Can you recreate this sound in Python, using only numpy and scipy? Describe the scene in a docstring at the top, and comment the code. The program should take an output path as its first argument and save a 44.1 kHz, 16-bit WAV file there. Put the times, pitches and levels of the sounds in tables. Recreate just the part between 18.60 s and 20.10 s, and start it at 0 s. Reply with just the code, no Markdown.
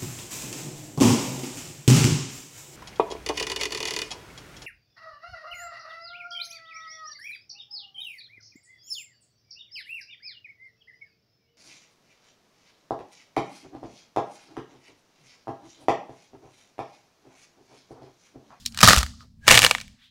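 """A brittle crust of dry clay breaks under two thumbs, pressed twice, very close to the microphone.
Each press starts with small ticks, breaks in loud snaps over a crumble of tiny fractures and ends in
stray cracks. A snap is a first break, a run of splinters and the ring of the freed flake. Skin hisses
faintly on the clay, the hollow under the crust resonates and the slab thuds as pieces give way.
A small room answers over a low rumble. The loudest snaps clip, with their peaks softly flattened."""
import sys
import numpy as np
from scipy import signal
from scipy.fft import rfft, irfft, next_fast_len
from scipy.io import wavfile

SR = 44100
rng = np.random.default_rng(int(sys.argv[2]) if len(sys.argv) > 2 else 0)


def output_pcm(signal):
    """Save a mono or channel-first signal as 16-bit PCM at the path in sys.argv[1].

    Samples are clipped to [-1, 1] before scaling.
    """
    pcm = np.clip(np.atleast_2d(signal).T, -1, 1) * 32767
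    wavfile.write(sys.argv[1], SR, np.round(pcm).astype(np.int16))


N = 66150  # 1.5 s


def amp(db):
    """Decibels to gain."""
    return 10 ** (np.asarray(db) / 20)


def unit(x):
    """Scale to rms 1."""
    return x / np.sqrt(np.mean(x ** 2) + 1e-20)


def along(points, hz):
    """Read a curve of (f/Hz, value) points on a log frequency axis."""
    f, values = np.transpose(points)
    return np.interp(np.log(hz + 1), np.log(f + 1), values)


def fader(points, fade_s=0.02454):
    """Gain per sample from (t/s, level/dB) points, fading out beyond both ends."""
    times, db = np.transpose(points)
    t = np.arange(N) / SR
    outside_s = np.abs(t - np.clip(t, times[0], times[-1]))
    return amp(np.interp(t, times, db)) * np.exp(-outside_s / fade_s)


def filtered(x, response):
    """Filter x by a complex response of frequency."""
    size = next_fast_len(len(x) + SR // 4)
    return irfft(rfft(x, size) * response(np.fft.rfftfreq(size, 1 / SR)), size)[:len(x)]


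def noise(response):
    """Filtered noise at rms 1."""
    return unit(filtered(rng.standard_normal(N), response))


def click(eq, size=1024):
    """A minimum-phase click of energy 1 whose spectrum in dB follows eq(Hz)."""
    cepstrum = irfft(np.log(amp(eq(np.fft.rfftfreq(size, 1 / SR)))))
    cepstrum[1:size // 2] *= 2
    cepstrum[size // 2 + 1:] = 0
    pulse = irfft(np.exp(rfft(cepstrum)))
    return pulse / np.linalg.norm(pulse)


def add(track, start_s, sound):
    """Mix a sound in at its start time."""
    i = max(0, round(start_s * SR))
    track[i:i + len(sound)] += sound[:len(track) - i]


# Crumble envelope of each press: t/s, level/dB
FIRST_EFFORT = [(0, -65.5), (.11, -67), (.17, -46), (.226, -28.5), (.238, -10), (.268, -20), (.295, -11),
                (.325, -17), (.39, -27), (.47, -49), (.56, -68.5), (.63, -63), (.68, -77.5)]
SECOND_EFFORT = [(.8, -83.5), (.862, -47), (.885, -16.5), (.9, -21.5), (.918, -12), (.955, -15.5),
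                 (1.01, -27.5), (1.045, -18.5), (1.085, -31.5), (1.16, -41), (1.24, -59), (1.36, -71.5)]
# Crumble EQ of each press: f/Hz, level/dB
FIRST_CRUMBLE_EQ = [(300, -24.5), (650, -9), (900, -12), (1300, -8), (1750, -8), (2500, -14), (4500, -6),
                    (8000, -15.5), (16000, -29.5)]
SECOND_CRUMBLE_EQ = [(300, -24), (500, -6), (800, -5), (1300, -11), (2800, -5.5), (5000, -9.5), (7200, -8),
                     (11000, -18.5), (16000, -27)]
# Low end of the flexing slab: f/Hz, level/dB
FLEX_EQ = [(20, -12), (60, -8), (130, -1.5), (220, -4), (330, -14), (600, -46), (2000, -87)]


def crumble(effort, eq, grains_per_s=1400, spread_db=7, dust_db=-6, flex_db=-10.5):
    """Tiny fractures crunch over fine dust and the flexing slab; light pressure only rustles."""
    hits = rng.random(N) < grains_per_s / SR
    signs = rng.choice([-1, 1], N)
    sizes = amp(spread_db * np.minimum(rng.standard_normal(N), 2))
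    grains = unit(hits * signs * sizes)
    fracture = click(lambda f: along(eq, f) - 10 * np.log10(1 + (300 / (f + 1)) ** 4))  # 300 Hz low cut
    dust = amp(dust_db) * rng.standard_normal(N)
    crunch = unit(signal.fftconvolve(grains + dust, fracture)[:N])
    hiss = signal.fftconvolve(rng.standard_normal(N), fracture)[:N]
    rustle = unit(filtered(hiss, lambda f: 1 / (1 + (f / 13000) ** 2)))
    flex = noise(lambda f: amp(along(FLEX_EQ, f)))
    force = fader(effort)
    breaking = force / (force + amp(-47))  # below -47 dB the duller rustle takes over
    return force * (np.sqrt(breaking) * crunch + np.sqrt(1 - breaking) * rustle + amp(flex_db) * flex)


# Rumble EQ: f/Hz, level/dB
RUMBLE_EQ = [(20, -6.5), (45, 2.5), (72, 3.5), (105, 2.5), (165, -3.5), (245, 3.5), (300, -25), (500, -33),
             (1500, -40.5), (5000, -40), (8000, -46), (16000, -49)]
# Rumble envelope: t/s, level/dB
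RUMBLE_FADER = [(0, -51.5), (.5, -44.5), (.6, -51.5), (.75, -55), (.84, -47.5), (1.33, -51.5), (1.4, -66),
                (1.5, -71)]


def rumble():
    """A quiet bed of low room noise that swells twice and fades."""
    return fader(RUMBLE_FADER) * noise(lambda f: amp(along(RUMBLE_EQ, f)))


# Thumb slides: peak t/s, length/s, level/dB, centre f/Hz, half-width/octaves
THUMB_RUBS = [(0.0067, 0.091, -54.5, 4500, 0.76), (0.073, 0.024, -38.5, 4450, 0.49),
              (0.54, 0.014, -56, 1273, 0.15), (0.614, 0.045, -56, 4430, 0.3),
              (.618, 0.041, -54, 1249, 0.11), (0.645, 0.039, -65, 555.6, 1),
              (0.85, 0.041, -47.5, 1650, 0.047), (1.45, 0.095, -58, 3476, 0.28),
              (1.428, 0.11, -63.5, 1934, 0.59)]


def thumb_rubs():
    """Skin slides on clay in faint swells of narrow-band hiss."""
    out, t = np.zeros(N), np.arange(N) / SR
    for peak_s, length_s, db, hz, octaves in THUMB_RUBS:
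        hiss = noise(lambda f: 1 / (1 + (np.log2((f + 1) / hz) / octaves) ** 2))
        swell = np.exp(-(2 * (t - peak_s) / length_s) ** 2)
        out += amp(db) * hiss * swell
    return out


# Cracks in the crust, the tick at 0.0608 s answered by its echo off the table at 0.0624 s: t/s, level/dB, flake
# f/Hz, ring level/dB, treble shelf/dB, t60/s, low-cut f/Hz
SNAP_CUES = [(.0538, -36.5, 3864, 8.5, -8.5, .012, 2400), (.0608, -25, 5260, -8.5, -15, 0.0072, 4690),
             (0.0624, -19, 3946, -1.5, -14.5, .009, 4433), (.123, -44, 4500, -4, -13, 0.024, 3900),
             (0.146, -36, 6060, -5, 0, 0.021, 1660), (0.1748, -24.5, 6060, -5, 3, .015, 1487),
             (.188, -26.5, 2794, -4, -3, .017, 1006), (0.19, -22.5, 3926, -3, -5, 0.015, 1212),
             (.206, -17.5, 2383, -11.5, -1.5, 0.022, 732), (0.2134, -15, 4855, -1, 2, 0.019, 1384),
             (0.2301, 4, 1217, -9, 0.5, 0.018, 400), (0.2336, 0, 2990, -3.5, 0, .011, 600),
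             (0.243, -14, 5100, -6, 3.5, .011, 1488), (0.2465, -15.5, 4225, -3, 2.5, 0.01, 1283),
             (0.255, -13.5, 4394, -4, -2, 0.0088, 1294), (0.2664, -14.5, 3730, -6.5, -2, .011, 1110),
             (0.2759, 1.5, 1236, -2, 2, 0.0083, 444.4), (.284, 0.5, 1255, -6, 10.5, 0.024, 399.3),
             (.2865, -3, 1680, -1.5, 0, 0.014, 443), (.2975, -8, 6240, -3, 6, 0.013, 1506),
             (.307, -8.5, 1293, -5, -3.5, 0.013, 448), (.313, -13, 1736, 3.5, -8, 0.015, 550),
             (0.3186, -14, 1307, -4, 4, .011, 454), (.3325, -3, 1212, -7.5, -1.5, 0.0083, 350),
             (0.3471, -20, 4520, -5.5, 4.5, .011, 1300), (0.3636, -13.5, 1342, -7.5, 7, 0.0058, 494),
             (.375, -17.5, 1310, -7, -5, .011, 400), (.382, -15.5, 7080, -3, 6.5, 0.017, 2093),
             (.389, -18, 5160, 5, 4.5, .011, 1594), (.413, -30, 1310, -2, 2, .011, 500),
             (.4305, -20.5, 1238, -5, 3, 0.023, 449.7), (.464, -33.5, 4240, -4, -2.5, .011, 1201),
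             (.607, -47.5, 1290, 8.5, -7, .03, 450), (.869, -28.5, 1488, -4, -1.5, 0.0091, 500),
             (0.8797, 6, 1326, -10.5, -4, .012, 699), (0.8882, -5.5, 2930, -2, 2, 0.014, 984),
             (.898, -13.5, 1700, -5, -7, .011, 748), (0.905, -15, 3326, -7, -4.5, .011, 1048),
             (0.909, -1, 2015, -3, -2, 0.0089, 540), (.912, 3, 2740, -2, 3, 0.022, 600),
             (0.9231, -15.5, 2610, -3, 0, .011, 850), (0.933, -12.5, 1973, -4, -0.5, 0.012, 710),
             (0.945, -14.5, 2930, -3.5, 2.5, 0.0097, 890), (0.952, -11, 2874, -4.5, 4, .007, 903),
             (0.9575, -14, 3380, -3, 2, 0.01, 1050), (.9748, -3, 3500, 4, -8.5, 0.018, 1400),
             (.9768, -5, 1950, 0.5, -7, 0.013, 392), (.982, -10, 2740, -6.5, 3.5, .011, 845),
             (0.991, -4.5, 2583, -4.5, 5, 0.011, 505), (0.999, -18, 2790, -9.5, -2.5, .011, 850),
             (1.0193, -11, 2800, -5, 12, 0.0073, 1106), (1.0305, -10, 2280, -5.5, -4.5, 0.0055, 1190),
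             (1.04, -9.5, 2240, -9.5, 0, 0.0041, 500), (1.0476, -1.5, 2790, -1.5, -5, 0.012, 442),
             (1.0642, -8.5, 4140, -0.5, 1.5, 0.016, 500), (1.111, -8, 2280, -7, -3, 0.017, 500),
             (1.15, -18, 1875, -10, -19, 0.012, 880), (1.183, -32, 2260, -3, -17, 0.015, 950),
             (1.202, -34.5, 4100, 3, -17, 0.012, 1410), (1.213, -32.5, 2380, -4, 2, 0.028, 950),
             (1.28, -47.5, 2700, -1.5, -2, 0.011, 2010)]
# Base EQ of every snap: f/Hz, level/dB
SNAP_EQ = [(60, -22), (300, -11.5), (550, -2), (900, -0.5), (1400, 0), (3000, 0), (5000, -3), (8000, -6.5),
           (12000, -17.5), (16000, -20.5)]


def snaps(trim_db=-1.5, first_break_db=8.5, splinter_db=-1, spread_db=6, shelf_hz=5450):
    """Each crack is a first break, a fading run of splinters and the short ring of the flake."""
    mean_gap_s, release_s = 0.00013, 0.0012  # between splinters; for the flake to come free of them
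    ring_cycles = 21  # to fall by 60 dB
    out, t = np.zeros(N), np.arange(SR // 25) / SR

    def unit_attack(x):
        """Scale the first 4 ms to rms 1."""
        return x / np.sqrt(np.mean(x[:SR // 250] ** 2) + 1e-20)

    for start_s, db, hz, ring_db, treble_db, t60, cut_hz in SNAP_CUES:
        hits = rng.random(len(t)) < 1 / (mean_gap_s * SR)
        sizes = amp(splinter_db + spread_db * rng.standard_normal(len(t)) - 60 * t / t60)
        splinters = hits * rng.choice([-1, 1], len(t)) * sizes
        splinters[0] = amp(first_break_db)
        low_cut = lambda f: -10 * np.log10(1 + (cut_hz / (f + 20)) ** 6.77)
        shelf = lambda f: treble_db * f ** 2 / (f ** 2 + shelf_hz ** 2)
        fracture = click(lambda f: along(SNAP_EQ, f) + low_cut(f) + shelf(f))
        crack = unit_attack(signal.fftconvolve(splinters, fracture)[:len(t)])
        envelope = amp(-60 * t * hz / ring_cycles) * (1 - np.exp(-2 * t * hz))
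        swing = np.sin(2 * np.pi * hz * t) * envelope
        flake = np.diff(swing, 2)  # a small flake radiates its acceleration
        ring = unit_attack(signal.fftconvolve(splinters * np.exp(-t / release_s), flake)[:len(t)])
        add(out, start_s, amp(db + trim_db) * unit_attack(crack + amp(ring_db) * ring))
    return out


# Low hits of the slab: t/s, level/dB, f/Hz, t60/s
SLAB_THUDS = [(0.23, -1, 177, 0.056), (0.243, -6, 115, 0.078), (0.278, -6, 100, 0.081),
              (.286, -18.5, 189.7, 0.3), (0.371, -9.5, 66, 0.15), (.385, -23, 54.2, 0.28),
              (.43, -26.5, 73.5, 0.28), (0.901, -22, 50, 0.18), (0.959, -21, 107.1, 0.29),
              (.99, -30, 100, 0.086)]


def slab_thuds(attack_s=0.0025):
    """The slab swings, low and damped, as pieces give way."""
    out, t = np.zeros(N), np.arange(SR // 3) / SR
    for start_s, db, hz, t60 in SLAB_THUDS:
        envelope = amp(db - 60 * t / t60) * (1 - np.exp(-t / attack_s))
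        add(out, start_s, -envelope * np.sin(2 * np.pi * hz * t))
    return out


# Resonances under the crust in each press: f/Hz, bandwidth/Hz, level/dB
FIRST_HOLLOW = [(1007, 69, -11.5), (1206, 100, -4), (1340, 5.7, -11.5), (1810, 160, -10)]
SECOND_HOLLOW = [(495, 73, -8.5), (1210, 40, -3), (1790, 160, 0), (2265, 120, -0.5), (2846, 98, -9.5)]


def hollow(x, modes):
    """The gap under the crust adds its resonances to the breaking clay."""
    def resonance(f, hz, width, db):
        return amp(db) * 1j * f * width / (hz * hz - f * f + 1j * f * width)

    return filtered(x, lambda f: 1 + sum(resonance(f, *mode) for mode in modes))


# Reverb EQ: f/Hz, level/dB
ROOM_EQ = [(100, 0.5), (500, -5.5), (1300, -2), (2000, -4.5), (5000, -8.5), (14000, 4.5)]
# Reverb decay: f/Hz, t60/s
ROOM_DECAY = [(200, 0.27), (1200, 0.11), (5000, 0.62), (14000, 0.2)]


def room(x):
    """The small room returns a diffuse tail in which each frequency dies at its own speed."""
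    hz, t, spectrum = signal.stft(rng.standard_normal(SR // 2), SR, nperseg=256)
    tail_db = along(ROOM_EQ, hz)[:, None] - 60 * t / along(ROOM_DECAY, hz)[:, None]
    tail = signal.istft(spectrum * amp(tail_db), SR, nperseg=256)[1]
    impulse = np.pad(tail, (SR // 200, 0)) / np.linalg.norm(tail)  # 5 ms pre-delay
    return signal.fftconvolve(x, impulse)[:N]


def scene(direct_db=-0.5, room_db=-20):
    """Two presses, each through its own hollow, feed the room; thuds, rubs and rumble stay dry."""
    cracks = snaps()
    first_half = np.arange(N) < N // 2
    first_press = cracks * first_half + crumble(FIRST_EFFORT, FIRST_CRUMBLE_EQ)
    second_press = cracks * ~first_half + crumble(SECOND_EFFORT, SECOND_CRUMBLE_EQ)
    clay = hollow(first_press, FIRST_HOLLOW) + hollow(second_press, SECOND_HOLLOW)
    mix = rumble() + amp(direct_db) * clay + amp(room_db) * room(clay) + slab_thuds() + thumb_rubs()
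    return mix[None]


def record(dry):
    """The loudest snaps clip, with their peaks softly flattened; a steep high cut trims the top."""
    ceiling, hardness, top_hz = 0.88, 4, 16100
    clipped = dry[0] / (1 + np.abs(dry[0] / ceiling) ** hardness) ** (1 / hardness)
    return filtered(clipped, lambda f: 1 / (1 + (f / top_hz) ** 120))[None]


dry = scene()
out = record(dry)
output_pcm(out)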